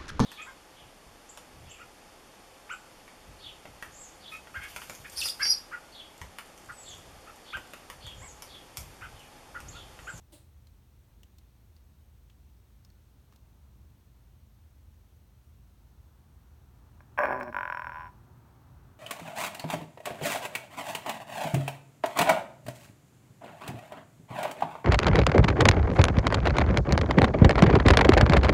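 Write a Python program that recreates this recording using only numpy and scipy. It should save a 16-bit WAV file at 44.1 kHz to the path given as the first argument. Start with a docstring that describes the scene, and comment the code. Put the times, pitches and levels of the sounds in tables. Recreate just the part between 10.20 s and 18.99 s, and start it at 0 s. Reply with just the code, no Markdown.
"""Trapped air burps up through a plastic funnel as transmission fluid drains into an engine.
The oily film flaps and snaps, ringing the air in the neck: a glug and a rough flutter first, then a
string of bubble pops that slows, doubles up and thins out. Hard pops throw a sparkle of spray.
The pour itself is silent. Before the burp, something scuffs once and the bottle ticks in the hand.
The quiet garage answers briefly, and traffic rumbles far away."""
import sys
import numpy as np
from scipy import signal
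from scipy.fft import rfft, irfft, next_fast_len
from scipy.io import wavfile
from scipy.ndimage import map_coordinates

SR = 44100
rng = np.random.default_rng(int(sys.argv[2]) if len(sys.argv) > 2 else 0)


def store_pcm(level_fs):
    """Save levels as 16-bit WAV."""
    pcm = np.round(np.clip(level_fs, -1, 1) * 32767).astype(np.int16)
    wavfile.write(sys.argv[1], SR, np.atleast_2d(pcm).T)


N = 387638

# air gushing through the neck: (time [s], relative flow [dB])
AIR_FLOW = [(6.975, -35.5), (6.987, -29), (7.027, -33), (7.037, -26), (7.063, -36), (7.115, -30),
            (7.149, -37), (7.289, -48), (7.312, -60)]
# air modes of neck and fill tube: (pitch [Hz], width [Hz], gain in the gush [dB], gain in the pops [dB])
NECK_MODES = [(239, 89, -7, -8.5), (373, 71, -10, -23), (512, 53, -20, -46.5), (601.7, 39.5, 7.5, -7.5),
              (800, 180, -1.5, -37), (1001, 50.5, 3.5, 1), (1070, 49, -10, -25), (1153, 116, -4.5, -9),
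              (1460, 161, -3, -1.5), (1595, 105, -0.5, -14), (1840, 87, -16, -19), (2150, 150, -5, -10.5),
              (2374, 110, -5.5, -11.5), (3140, 170, -7, -8)]
# softness of the oily film's snap: (frequency [Hz], gain [dB])
FILM_EQ = [(60, -30), (250, -4.5), (600, 1.5), (1600, 2), (2450, -7.5), (3000, -17.5), (4000, -33.5),
           (5400, -48), (7500, -33), (16000, -47)]
# each flap's low puff of air: (frequency [Hz], gain [dB])
PUFF_EQ = [(40, -8.5), (110, -1.5), (240, 7.5), (370, 2.5), (480, -2.5), (900, -77), (3000, -123)]
# big bubbles bursting in the open neck: (time [s], peak [dB])
BURSTS = [(6.806, -42), (6.9768, -21), (6.9893, -10), (7.0354, -12), (7.055, -17), (7.113, -33),
          (7.1275, -19.5), (7.2103, -20), (7.2298, -26.5), (7.2797, -31)]
# what a slack bubble rings: (pitch [Hz], width [Hz], gain [dB])
SLACK_MODES = [(615, 16, -18), (850, 27, -3.5), (1011, 25, 6.5)]
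# bright crack of a tearing film: (frequency [Hz], gain [dB])
TEAR_EQ = [(300, -68), (1800, -8), (2700, 2.5), (3500, -7.5), (4100, -34), (8000, -36.5)]
# ring of the spout: (pitch [Hz], width [Hz], gain [dB])
SPOUT_MODES = [(4480, 130, -14.5), (5450, 170, -3.5)]
# sparkle of fine spray: (centre [Hz], width [Hz], gain [dB])
SPRAY_BANDS = [(9530, 600, -3.5), (12270, 1000, -1), (15500, 1300, -9)]
# plastic ticks and oil spatter: (time [s], peak [dB], ring pitch [Hz], ring over the snap [dB])
TICKS = [(0.47, -52.5, 4200, 9), (1.033, -44.5, 2980, 5), (1.184, -51, 4060, 6), (1.565, -54, 4670, 12),
         (2.0991, -54.5, 3030, 17), (2.6487, -49, 5040, 8), (2.702, -51.5, 4370, 5),
         (3.124, -53.5, 1130, 10), (3.135, -54.5, 1300, 6), (3.16, -53.5, 3960, 8), (6.9886, -45, 5640, 9),
         (7.014, -57, 6800, 12), (7.035, -50, 9050, 9), (7.054, -43, 2600, 16), (7.069, -48, 3000, 16),
         (7.202, -49, 9000, 6), (7.2302, -43, 5400, 9)]
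# tone shared by all ticks: (frequency [Hz], gain [dB])
TICK_EQ = [(300, -1), (1200, -8), (3000, -4), (6500, -1.5), (10000, -8.5), (16000, -1)]
# dry hiss of the scuff: (frequency [Hz], gain [dB])
SCUFF_EQ = [(200, -18), (320, 7.5), (430, -22), (600, 1), (700, -15), (820, -6), (1100, -19), (1800, -18),
            (2800, -13.5), (4100, -8.5), (6000, -20.5), (8800, -8), (11000, -16), (16000, -20)]
# reverb tail of the garage: (frequency [Hz], time to fall 60 dB [s])
GARAGE_DECAY = [(200, 0.6), (1500, 0.31), (10000, 0.05)]
# far cars passing: (time when nearest [s], tyre level [dB], swell time [s])
CARS = [(3.3, -72.5, 0.66), (8.2, -60, 2.22)]
# tyre wash of the far road: (frequency [Hz], gain [dB])
TYRE_EQ = [(40, -13), (80, 6), (122, 20.5), (180, 10.5), (260, 7.5), (450, -4.5), (900, 2.5), (1500, -3.5),
           (2200, -15.5), (5000, -38), (16000, -66)]
# drone of a passing car: (frequency [Hz], gain [dB])
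DRONE_EQ = [(45, -28), (85, 1.5), (125, 2), (160, -16.5), (240, -10), (300, -20.5), (380, -12), (500, -35),
            (2000, -82)]
# rumble of far engines: (frequency [Hz], gain [dB])
RUMBLE_EQ = [(20, -39), (35, -22.5), (46, -4), (55, 1.5), (64, -6.5), (78, 5.5), (90, -4.5), (120, -4.5),
             (150, -16.5), (210, -15), (300, -30), (600, -48), (2000, -101)]
# tones in that rumble: (pitch [Hz], level [dB])
HUM_TONES = [(55, -63.5), (73, -66.5), (122, -75.5)]
# room tone of still air: (frequency [Hz], gain [dB])
ROOM_TONE_EQ = [(100, 6.5), (300, 6), (600, -1.5), (1200, -8), (2500, -8.5), (4200, -9.5), (4900, -13),
                (6000, -10.5), (7700, -14.5), (8600, -11.5), (10500, -16.5), (11500, -13), (13000, -10.5),
                (17000, -13.5)]

GUSH_ATTACK_S, GUSH_RELEASE_S = 0.0019, 0.012  # the air breaks through; the oil closes over it again
FLAP_HZ, FLAP_OCTAVES_PER_DB = 141, 0.0115  # flap rate at full flow; it slows as the flow weakens
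TURBULENCE_DB, CALMING_DB_PER_S = 2.5, 51  # ragged at first, settling into a regular flutter
PUFF_DB, PUFF_OPEN_S, PUFF_FOLLOWS = -42, 0.17, 0.3  # gain, time for the neck to open, dB per dB of flow
STRING_START_S, FIRST_GAP_S, GAP_GROWTH = 7.3267, 0.01897, 0.0986  # gap k = first gap * k ** growth
DOUBLED_S, BETWEEN_DB_PER_S = 7.77, 100  # when the in-between pops reach full size; how fast they grow
POP_DB, POP_FADE_DB_PER_S = -15, 28.5  # pop gain, fading as the trapped air runs out
POP_ATTACK_S, POP_RELEASE_S = 0.048, 0.075  # fade-in and fade-out of the whole string
THIN_HZ, THIN_HZ_PER_S = 200, 1080  # a rising low cut: shrinking bubbles lose their bass


def gush(gain_db=3, follows=0.85, jitter_s=0.00057, scatter_db=2.5, swirl=0.92, waver_octaves=0.0251):
    """Oil flaps in the escaping air, faster in strong flow; the flutter starts rough and grows regular."""
    times, levels = np.transpose(AIR_FLOW)
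    t = np.arange(N) / SR
    flow_db = np.interp(t, times, levels)
    drop_db = flow_db - flow_db.max()
    flowing = (t >= times[0]) & (t < times[-1])
    age = np.maximum(t - times[0], 0)
    opening = np.clip(np.minimum(age / GUSH_ATTACK_S, (times[-1] - t) / GUSH_RELEASE_S), 0, 1)
    turbulence = amp(TURBULENCE_DB - CALMING_DB_PER_S * age)
    rate = FLAP_HZ * 2 ** (FLAP_OCTAVES_PER_DB * drop_db + waver_octaves * wobble(35))
    cycles = np.cumsum(rate * flowing) / SR
    at = np.flatnonzero(np.diff(np.ceil(cycles)) > 0)  # one flap as each cycle begins
    late, size = rng.standard_normal((len(at), 2)).T
    strength = opening[at] * amp(scatter_db * size) * np.sqrt(SR / rate[at])
    flaps = impulses(at + late * jitter_s * SR * turbulence[at], strength)
    # the air swirls most just after each flap
    eddies = opening * rng.standard_normal(N) * (1 + swirl * np.cos(2 * np.pi * cycles - 1))
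    level = amp(gain_db + flow_db.max() + follows * drop_db)
    drive = level * (flaps + turbulence * eddies) / np.sqrt(1 + turbulence ** 2)
    flutter = through(drive, neck_ring([(hz, w, db) for hz, w, db, _ in NECK_MODES], soft_hz=2000))
    push = amp(PUFF_DB + PUFF_FOLLOWS * drop_db) * np.minimum(age / PUFF_OPEN_S, 1) ** 2
    puffs = through(flaps * push, impulse_response(lambda hz: amp(along(PUFF_EQ, hz))))
    return slackening_film(flutter, age) + puffs


def slackening_film(flutter, age, taut_hz=750, slack_hz=950, slacken_s=0.015, darken_db_per_s=25):
    """A taut film passes only the high modes; as it slackens, the low modes take over."""
    thin = butter(flutter, 3, taut_hz, "high")
    mellow = filtered(flutter, lambda hz: 1 / np.hypot(1, (hz / slack_hz) ** 4))
    brightness = 0.69 * amp(-darken_db_per_s * age)
    slack = brightness * flutter + (1 - brightness) * mellow
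    taut = np.exp(-age / slacken_s)
    return taut * thin + (1 - taut) * slack


def glug(start_s=6.995, full_s=7.043, peak_db=-22, note_hz=598, sag_hz=70, sag_s=0.019, t60=0.12):
    """One big bubble swells in the neck: its ring sinks onto the neck's note, then dies."""
    age = np.maximum(np.arange(N) / SR - start_s, 0)
    swell = np.minimum(age / (full_s - start_s), 1) ** 2
    decay = amp(-60 * np.maximum(age + start_s - full_s, 0) / t60)
    pitch = note_hz + sag_hz * np.exp(-age / sag_s)
    return amp(peak_db) * swell * decay * np.sin(2 * np.pi * np.cumsum(pitch) / SR)


def bursts(low_cut_hz=950):
    """Single large bubbles crack in the wide open neck, with little bass."""
    times, peak_db = np.transpose(BURSTS)
    ring = neck_ring([(hz, w, db) for hz, w, db, _ in NECK_MODES], soft_hz=2300)
    crack = peak_one(butter(ring, 1, low_cut_hz, "high"))
    return through(impulses(times * SR, amp(peak_db)), crack)


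def bubble_string(scatter_db=1.44, mellow_db=-5, snap_db=-19, detune=0.014, jitter_s=0.0003):
    """The last air leaves bubble by bubble; smaller ones slip in between until the rate has doubled."""
    main = pop_times()
    grown = lambda s: amp(BETWEEN_DB_PER_S * min(s - DOUBLED_S, 0))
    pops = [(s, 1) for s in main] + [(s, grown(s)) for s in (main[:-1] + main[1:]) / 2]
    bright = peak_one(neck_ring([(hz, w, db) for hz, w, _, db in NECK_MODES]))
    mellow = amp(mellow_db) * peak_one(neck_ring(SLACK_MODES))
    snap = amp(snap_db) * peak_one(impulse_response(lambda hz: amp(along(TEAR_EQ, hz))))
    out, n = np.zeros(N + SR), np.arange(len(bright))
    for s, size in pops:
        louder, higher, late = rng.standard_normal(3)
        age = s - main[0]
        fade_in = (age + FIRST_GAP_S / 2) / POP_ATTACK_S
        fade_out = (main[-1] - s + FIRST_GAP_S) / POP_RELEASE_S
        level = amp(POP_DB - POP_FADE_DB_PER_S * age + scatter_db * louder)
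        slack = np.interp(grown(s), [0, 1], [0.089, 0.45])  # more mellow ring as the pops double up
        pop = (1 - slack) * bright + slack * mellow + snap
        pop = np.interp(n * (1 + detune * higher), n, pop)  # repitch each pop a touch
        pop = butter(pop, 2, THIN_HZ + THIN_HZ_PER_S * age, "high")
        out[round((s + jitter_s * late) * SR):][:len(pop)] += size * min(fade_in, 1, fade_out) * level * pop
    return out[:N]


def pop_times(count=24, quicken_per_s=1.3):
    """The main pops come ever more slowly, then hurry a little as the air runs out."""
    gaps = FIRST_GAP_S * np.arange(1, count + 1) ** GAP_GROWTH
    past_doubling = np.maximum(STRING_START_S + np.cumsum(gaps) - DOUBLED_S - FIRST_GAP_S, 0)
    gaps /= 1 + quicken_per_s * past_doubling
    return STRING_START_S + np.append(0, np.cumsum(gaps))


def neck_ring(modes, soft_hz=np.inf, notch_hz=1295, notch_width_hz=110, notch_depth=0.93):
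    """One film snap rings the air modes; a side cavity swallows one band, and a soft snap loses treble."""
    def gain(hz):
        air = sum(amp(db) * resonance(hz, centre, width) for centre, width, db in modes)
        cavity = 1 - notch_depth * resonance(hz, notch_hz, notch_width_hz)
        softness = np.hypot(1, 2 * np.clip(hz / soft_hz - 1, 0, 1))
        return abs(air * cavity) * amp(along(FILM_EQ, hz)) / softness
    return impulse_response(gain)


def spout_hiss(burp, ring_db=-47, spray_db=-22):
    """Every pop rings the spout; only the hard ones throw a wet sparkle of spray."""
    ringing = spit(burp, SPOUT_MODES, sharp_hz=1390, smooth_hz=300, exponent=0.57)
    spray = spit(burp, SPRAY_BANDS, sharp_hz=2230, smooth_hz=900, exponent=1.056)
    return amp(ring_db) * ringing + amp(spray_db) * spray


def spit(burp, modes, sharp_hz, smooth_hz, exponent):
    """Noise rides the sharp edge of each snap and rings a few high modes."""
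    snaps = butter(burp, 4, sharp_hz, "high")
    envelope = abs(butter(abs(snaps), 2, smooth_hz, "low"))
    colour = lambda hz: sum(amp(db) * abs(resonance(hz, centre, w)) ** 1.5 for centre, w, db in modes)
    return through(envelope ** exponent * rng.standard_normal(N), impulse_response(colour))


def ticks(t60=0.025, ring_width_hz=500, snap=1.5):
    """The bottle ticks and oil spatters: each a snap and a short rattle with a resonance of its own."""
    out, t = np.zeros(N + SR), np.arange(SR // 10) / SR
    for s, peak_db, ring_hz, ring_db in TICKS:
        def colour(hz):
            ring = abs(1 + amp(ring_db) * resonance(hz, ring_hz, ring_width_hz))
            return amp(along(TICK_EQ, hz)) * ring / np.hypot(1, hz / (2.4 * ring_hz))
        rattle = rng.standard_normal(len(t)) * amp(-60 * t / t60)
        rattle[0] += snap
        tick = signal.fftconvolve(rattle, impulse_response(colour))
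        out[round(s * SR):][:len(tick)] += amp(peak_db) * peak_one(tick)
    return out[:N]


def scuff(start_s=0.12, level_db=-55, attack_s=0.0046, hold_s=0.016, t60=0.35):
    """A short dry hiss that holds for a moment and fades."""
    age = np.maximum(np.arange(N) / SR - start_s, 0)
    attack = 1 - np.exp(-age / attack_s)
    return noise(SCUFF_EQ) * attack * amp(level_db - 60 * np.maximum(age - hold_s, 0) / t60)


def garage(x, predelay_s=0.0063):
    """The raised bonnet and the walls answer with a short, dark tail."""
    hz, t, spectra = signal.stft(rng.standard_normal(SR // 2), SR, nperseg=256)
    decay = amp(-60 * t / along(GARAGE_DECAY, hz)[:, None])
    tail = signal.istft(spectra * decay, SR, nperseg=256)[1]
    return through(x, np.pad(tail / np.linalg.norm(tail), (round(predelay_s * SR), 0)))


def traffic(rumble_db=-59, road_db=-72.5, drone_gain_db=-1):
    """A bed of far engines and tyres; passing cars swell and fade over it."""
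    t = np.arange(N) / SR
    passing = sum(amp(db) * np.exp(-((t - s) / swell) ** 2) for s, db, swell in CARS)
    tyres = np.hypot(amp(road_db), passing) * noise(TYRE_EQ)
    drone = amp(drone_gain_db) * passing * noise(DRONE_EQ)
    return tyres + drone + amp(rumble_db) * noise(RUMBLE_EQ)


def hum(waver_db=3, drift_hz=2.623):
    """Low tones swell and wander in the far rumble."""
    out = np.zeros(N)
    for hz, db in HUM_TONES:
        level = np.sqrt(2) * amp(db + waver_db * wobble(5))
        pitch = hz + drift_hz * wobble(5)
        out += level * np.sin(2 * np.pi * np.cumsum(pitch) / SR)
    return out


def room_tone(level_db=-69.5):
    """The faint, steady hiss of still air."""
    return amp(level_db) * noise(ROOM_TONE_EQ)


def amp(db):
    return 10 ** (np.asarray(db) / 20)


def peak_one(x):
    return x / abs(x).max()


def along(points, hz):
    """Read a curve of (frequency [Hz], value) points on a log axis."""
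    freqs, values = np.transpose(points)
    return np.interp(np.log(hz + 1), np.log(freqs + 1), values)


def wobble(knots_per_s):
    """A smooth random curve."""
    knots = rng.standard_normal(int(N * knots_per_s / SR) + 4)
    return map_coordinates(knots, [np.arange(N) * knots_per_s / SR])


def impulses(at, sizes):
    return np.bincount(at.astype(int), sizes, N)[:N]


def noise(eq):
    """Coloured noise of rms 1."""
    x = filtered(rng.standard_normal(N), lambda hz: amp(along(eq, hz)))
    return x / np.sqrt(np.mean(x ** 2))


def butter(x, order, hz, kind):
    return signal.lfilter(*signal.butter(order, hz, kind, fs=SR), x)


def filtered(x, gain):
    """Zero-phase EQ by the curve gain(hz)."""
    size = next_fast_len(N + SR // 2)
    return irfft(rfft(x, size) * gain(np.fft.rfftfreq(size, 1 / SR)), size)[:N]


def resonance(hz, centre, width):
    return 1j * hz * width / (centre ** 2 - hz ** 2 + 1j * hz * width)


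def impulse_response(gain, size=8192):
    """A minimum-phase hit of energy 1, coloured by gain(hz): it starts at once."""
    cepstrum = irfft(np.log(np.maximum(gain(np.fft.rfftfreq(size, 1 / SR)), 1e-6)))
    cepstrum[1:size // 2] *= 2
    cepstrum[size // 2 + 1:] = 0
    response = irfft(np.exp(rfft(cepstrum)))
    return response / np.linalg.norm(response)


def through(x, response):
    return signal.fftconvolve(x, response)[:N]


def scene(reverb_db=-17):
    """Burp and handling up close with a touch of garage, over the quiet background, in mono."""
    burp = gush() + glug() + bursts() + bubble_string()
    near = burp + spout_hiss(burp) + ticks() + scuff()
    return (near + amp(reverb_db) * garage(near) + traffic() + room_tone() + hum())[None]


def record(dry, top_hz=17200):
    """A brick-wall high cut on the whole mix."""
    return filtered(dry[0], lambda hz: hz < top_hz)[None]


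dry = scene()
out = record(dry)
store_pcm(out)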